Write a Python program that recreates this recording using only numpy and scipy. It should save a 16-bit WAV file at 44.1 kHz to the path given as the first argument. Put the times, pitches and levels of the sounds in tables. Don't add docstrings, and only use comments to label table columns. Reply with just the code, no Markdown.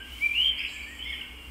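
import sys
import numpy as np
from scipy import signal
from scipy.fft import rfft, irfft
from scipy.io import wavfile

SR = 44100
rng = np.random.default_rng(int(sys.argv[2]) if len(sys.argv) > 2 else 0)


def waveform_to_disk(signal):
    frames = np.transpose(np.atleast_2d(signal))
    scaled = np.clip(frames, -1, 1) * 32767
    samples = np.round(scaled).astype(np.int16)
    wavfile.write(sys.argv[1], SR, samples)


N = 66150
T = np.arange(N) / SR

# (time [s], pitch [Hz], level [dB])
HELD_NOTE = [(.19, 2050, -55), (.21, 2198, -40.5), (.224, 2312, -27.5), (.248, 2353, -21),
             (.254, 2336, -31), (.263, 2379, -19.5), (.277, 2322, -33.5), (.286, 2370, -39),
             (.298, 2372, -28), (.307, 2370, -31), (.318, 2372, -24), (.333, 2335, -40)]
RISING_NOTE = [(.332, 2420, -33), (.345, 2597, -37), (.355, 2761, -29), (.378, 2812, -24),
               (.388, 2894, -23.5), (.407, 2963, -24.5), (.418, 3050, -25), (.43, 3082, -25),
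               (.448, 3175, -23), (.468, 3123, -25), (.483, 3172, -22.5), (.49, 3170, -30),
               (.511, 3037, -32), (.519, 3160, -40)]
# (start [s], length [s], level [dB])
CHIPS = [(.589, 0.012, -32.5), (.601, 0.0088, -25), (.632, 0.01135, -30.5), (.643, 0.01654, -27)]
# (start [s], length [s], first [Hz], middle [Hz], last [Hz], level [dB], pitch waver [ratio])
FAR_NOTES = [(0, .028, 1515, 1586, 1600, -44, .003), (0, 0.046, 3088, 3013, 2820, -45.5, 0.039),
             (.03, 0.055, 2766, 2816, 2810, -47.5, 0.0046), (.11, 0.083, 2950, 3015, 3170, -48, 0.0096),
             (.61, 0.038, 1660, 1646, 1590, -53, 0.0079), (.72, 0.079, 1767, 1724, 1763, -53.5, 0.0046),
             (.755, 0.1063, 2290, 2297, 2354, -41, 0.0403), (.862, .048, 1770, 1805, 1870, -49, 0.0118),
             (.905, 0.035, 1860, 1892, 1890, -46, 0.0052), (.988, 0.082, 2980, 3080, 3124, -41, 0.013),
             (1.023, 0.0087, 3100, 3170, 3280, -32, 0.0046), (1.03, 0.085, 3300, 3410, 3352, -48, .014),
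             (1.115, 0.0327, 2040, 1915, 1800, -43.5, 0.0198), (1.053, .06, 2070, 2182, 2194, -38.5, .012),
             (1.1, .018, 2210, 2203, 2150, -33.5, .006), (1.122, 0.038, 3327, 3186, 2940, -37, .015),
             (1.19, 0.083, 1583, 1550, 1486, -59.5, 0.0067),
             (1.206, 0.021, 3200, 2868, 2620, -34.5, 0.0034), (1.36, 0.13, 2877, 2787, 2806, -50.5, 0.0043)]
HIGH_NOTES = [(.572, 0.076, 4594, 4980, 5260, -56.5, 0.029), (.586, 0.015, 5020, 4980, 4840, -45.5, .008),
              (.676, 0.026, 3980, 3980, 3880, -54, .01), (.68, 0.031, 4680, 4560, 4440, -55, .035),
              (.822, 0.022, 4520, 4600, 4460, -53.5, 0.0077), (1.04, 0.082, 5320, 5220, 5110, -64, 0.0054)]
# (centre [s], Gaussian sigma [s], peak level [dB])
BUZZES = [(0.747, 0.042, -52.5), (0.918, 0.078, -59.5)]
# (frequency [Hz], relative density [dB])
INSECT_SPECTRUM = [(3300, -47), (3950, -2.5), (5100, 3.5), (5900, -10.5), (7200, 1), (8700, 6), (9300, 3.5),
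                   (10000, -9), (11600, 5), (13000, -7), (14300, 2.5), (15700, -9)]
CHORUS_SPECTRUM = [(1400, -19.5), (1900, -11), (2200, 4.5), (2600, -1), (3100, 4.5), (3350, -2.5),
                   (3600, -30)]
HISS_SPECTRUM = [(1500, -13), (3500, 5), (9000, 0.5), (15700, 0.5)]
AIR_SPECTRUM = [(22, 0), (35, 14.5), (55, 8), (90, 6), (130, 2.5), (320, 3), (480, -1), (700, -4),
                (1050, 0), (1450, -3.5), (3200, -12), (3800, -39)]
# (time [s], level [dB])
INSECT_LEVEL = [(0, -62), (.55, -60.5), (.7, -60), (.9, -62), (1.15, -59.5), (1.3, -63.5), (1.5, -60.5)]
CHORUS_LEVEL = [(0, -49), (.3, -47.5), (.52, -39.5), (.6, -36.5), (.7, -44), (.92, -49.5), (1.15, -41),
                (1.33, -50.5), (1.5, -52)]
HISS_LEVEL = [(0, -69), (.1, -57), (.26, -52), (.3, -56.5), (.39, -54.5), (.48, -53), (.53, -72),
              (.6, -64.5)]
RUMBLE_LEVEL = [(0.0, -48), (0.062, -56), (0.128, -43.5), (0.188, -48), (0.216, -53.5), (0.512, -44.5),
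                (0.614, -58), (0.642, -48.5), (0.714, -60), (0.834, -44.5), (0.864, -55.5), (1.102, -44),
                (1.282, -59), (1.31, -46), (1.462, -51), (1.5, -40.5)]
# (frequency [Hz], level [dB])
HUM_PARTIALS = [(246.5, -61.5), (296, -62.5), (441, -71)]

WAVER_RATE_HZ, FLUTTER_RATE_HZ = 148, 190
CHIP_FROM_HZ, CHIP_TO_HZ = 1800, 3510
WOOD_T60_S, WOOD_BUILD_S = .77, .0072
BUZZ_HZ, BUZZ_HALF_BAND_HZ = 7610, 1940
AIR_DB, RUMBLE_HZ, CUTOFF_HZ = -53, 62.5, 15720


def whistle(note, waver_ratio, flutter_ratio, echo_db):
    flutter = np.abs(1 + flutter_ratio * drift(FLUTTER_RATE_HZ))
    envelope = from_db(curve(note, column=2)) * flutter * gate(note[0][0], note[-1][0], edge_s=.0028)
    direct = envelope * wavering_tone(curve(note), waver_ratio, WAVER_RATE_HZ)
    return direct + near_echoes(direct, echo_db, latest_s=.035) + wood_tail(direct, relative_db=-10)


def chips():
    direct = np.zeros(N)
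    for start_s, length_s, level_db in CHIPS:
        end_s = start_s + length_s
        pitch_hz = np.interp(T, [start_s, end_s], [CHIP_FROM_HZ, CHIP_TO_HZ])
        direct += from_db(level_db) * tone(pitch_hz) * gate(start_s, end_s, edge_s=length_s / 2)
    echoes = near_echoes(direct, relative_db=-4, latest_s=.014)
    return direct + echoes + wood_tail(direct, relative_db=-2.5)


def near_echoes(direct, relative_db, latest_s, count=14):
    response = np.zeros(N)
    delays_s = rng.uniform(.003, latest_s, count)
    response[(delays_s * SR).astype(int)] = rng.standard_normal(count)
    return scatter(direct, response, relative_db)


def wood_tail(direct, relative_db):
    envelope = (1 - np.exp(-T / WOOD_BUILD_S)) * from_db(-60 * T / WOOD_T60_S)
    return scatter(direct, rng.standard_normal(N) * envelope, relative_db)


def far_birds(notes, tail_db):
    direct = np.zeros(N)
    for start_s, length_s, first_hz, middle_hz, last_hz, level_db, waver_ratio in notes:
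        progress = np.clip((T - start_s) / length_s, 0, 1)
        parabola = np.polyfit([0, .5, 1], [first_hz, middle_hz, last_hz], 2)
        pitch_hz = np.polyval(parabola, progress)
        envelope = from_db(level_db) * gate(start_s, start_s + length_s, min(.0071, length_s / 2))
        direct += envelope * wavering_tone(pitch_hz, waver_ratio, WAVER_RATE_HZ)
    return direct + wood_tail(direct, tail_db)


def insect_buzzes():
    band = noise([(BUZZ_HZ - BUZZ_HALF_BAND_HZ, -30), (BUZZ_HZ, 0), (BUZZ_HZ + BUZZ_HALF_BAND_HZ, -36)])
    envelope = sum(from_db(peak_db) * np.exp(-.5 * ((T - centre_s) / sigma_s) ** 2)
                   for centre_s, sigma_s, peak_db in BUZZES)
    return envelope * band


def insect_hiss():
    flicker_db = .63 * drift(rate_hz=27)
    return from_db(curve(INSECT_LEVEL) + flicker_db) * noise(INSECT_SPECTRUM)


def chorus():
    return from_db(curve(CHORUS_LEVEL)) * noise(CHORUS_SPECTRUM)


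def bright_hiss():
    grain_db = 1.5 * drift(rate_hz=400)
    return from_db(curve(HISS_LEVEL) + grain_db) * noise(HISS_SPECTRUM)


def background():
    rumble = from_db(curve(RUMBLE_LEVEL)) * wavering_tone(RUMBLE_HZ, waver_ratio=.032, rate_hz=10)
    hum = sum(from_db(level_db) * wavering_tone(pitch_hz, waver_ratio=.0015, rate_hz=3.3)
              for pitch_hz, level_db in HUM_PARTIALS)
    return from_db(AIR_DB) * noise(AIR_SPECTRUM) + rumble + hum


def from_db(db):
    return 10 ** (np.asarray(db) / 20)


def rms(x):
    return np.sqrt(np.mean(x ** 2) + 1e-20)


def curve(rows, column=1):
    rows = np.array(rows)
    return np.interp(T, rows[:, 0], rows[:, column])


def drift(rate_hz, hop=16):
    count = N // hop + 2
    lowpass = signal.butter(4, rate_hz, fs=SR / hop, output="sos")
    settled = signal.sosfilt(lowpass, rng.standard_normal(2 * count))[count:]
    return np.interp(np.arange(N) / hop, np.arange(count), settled / rms(settled))


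def noise(spectrum):
    hz, db = np.transpose(spectrum)
    bins_hz = np.maximum(np.fft.rfftfreq(N, 1 / SR), 1)
    colour = from_db(np.interp(np.log(bins_hz), np.log(hz), db, left=-60, right=-60))
    shaped = irfft(rfft(rng.standard_normal(N)) * colour, N)
    return shaped / rms(shaped)


def tone(pitch_hz):
    return np.sqrt(2) * np.sin(2 * np.pi * (np.cumsum(pitch_hz) / SR + rng.random()))


def wavering_tone(pitch_hz, waver_ratio, rate_hz):
    return tone(pitch_hz * (1 + waver_ratio * drift(rate_hz)))


def gate(start_s, end_s, edge_s):
    ramp = np.clip(np.minimum(T - start_s, end_s - T) / edge_s, 0, 1)
    return np.sin(np.pi / 2 * ramp) ** 2


def scatter(direct, response, relative_db):
    wet = signal.fftconvolve(direct, response)[:N]
    return wet * from_db(relative_db) * rms(direct) / rms(wet)


def scene():
    held = whistle(HELD_NOTE, waver_ratio=.0032, flutter_ratio=.022, echo_db=-20)
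    rising = whistle(RISING_NOTE, waver_ratio=.01895, flutter_ratio=.21, echo_db=-6.5)
    near = held + rising + chips()
    far = far_birds(FAR_NOTES, tail_db=-3) + far_birds(HIGH_NOTES, tail_db=-1)
    insects = insect_buzzes() + insect_hiss()
    return (near + far + insects + chorus() + bright_hiss() + background())[None]


def record(dry):
    return signal.sosfilt(signal.ellip(12, .1, 90, CUTOFF_HZ, fs=SR, output="sos"), dry)


dry = scene()
out = record(dry)
waveform_to_disk(out)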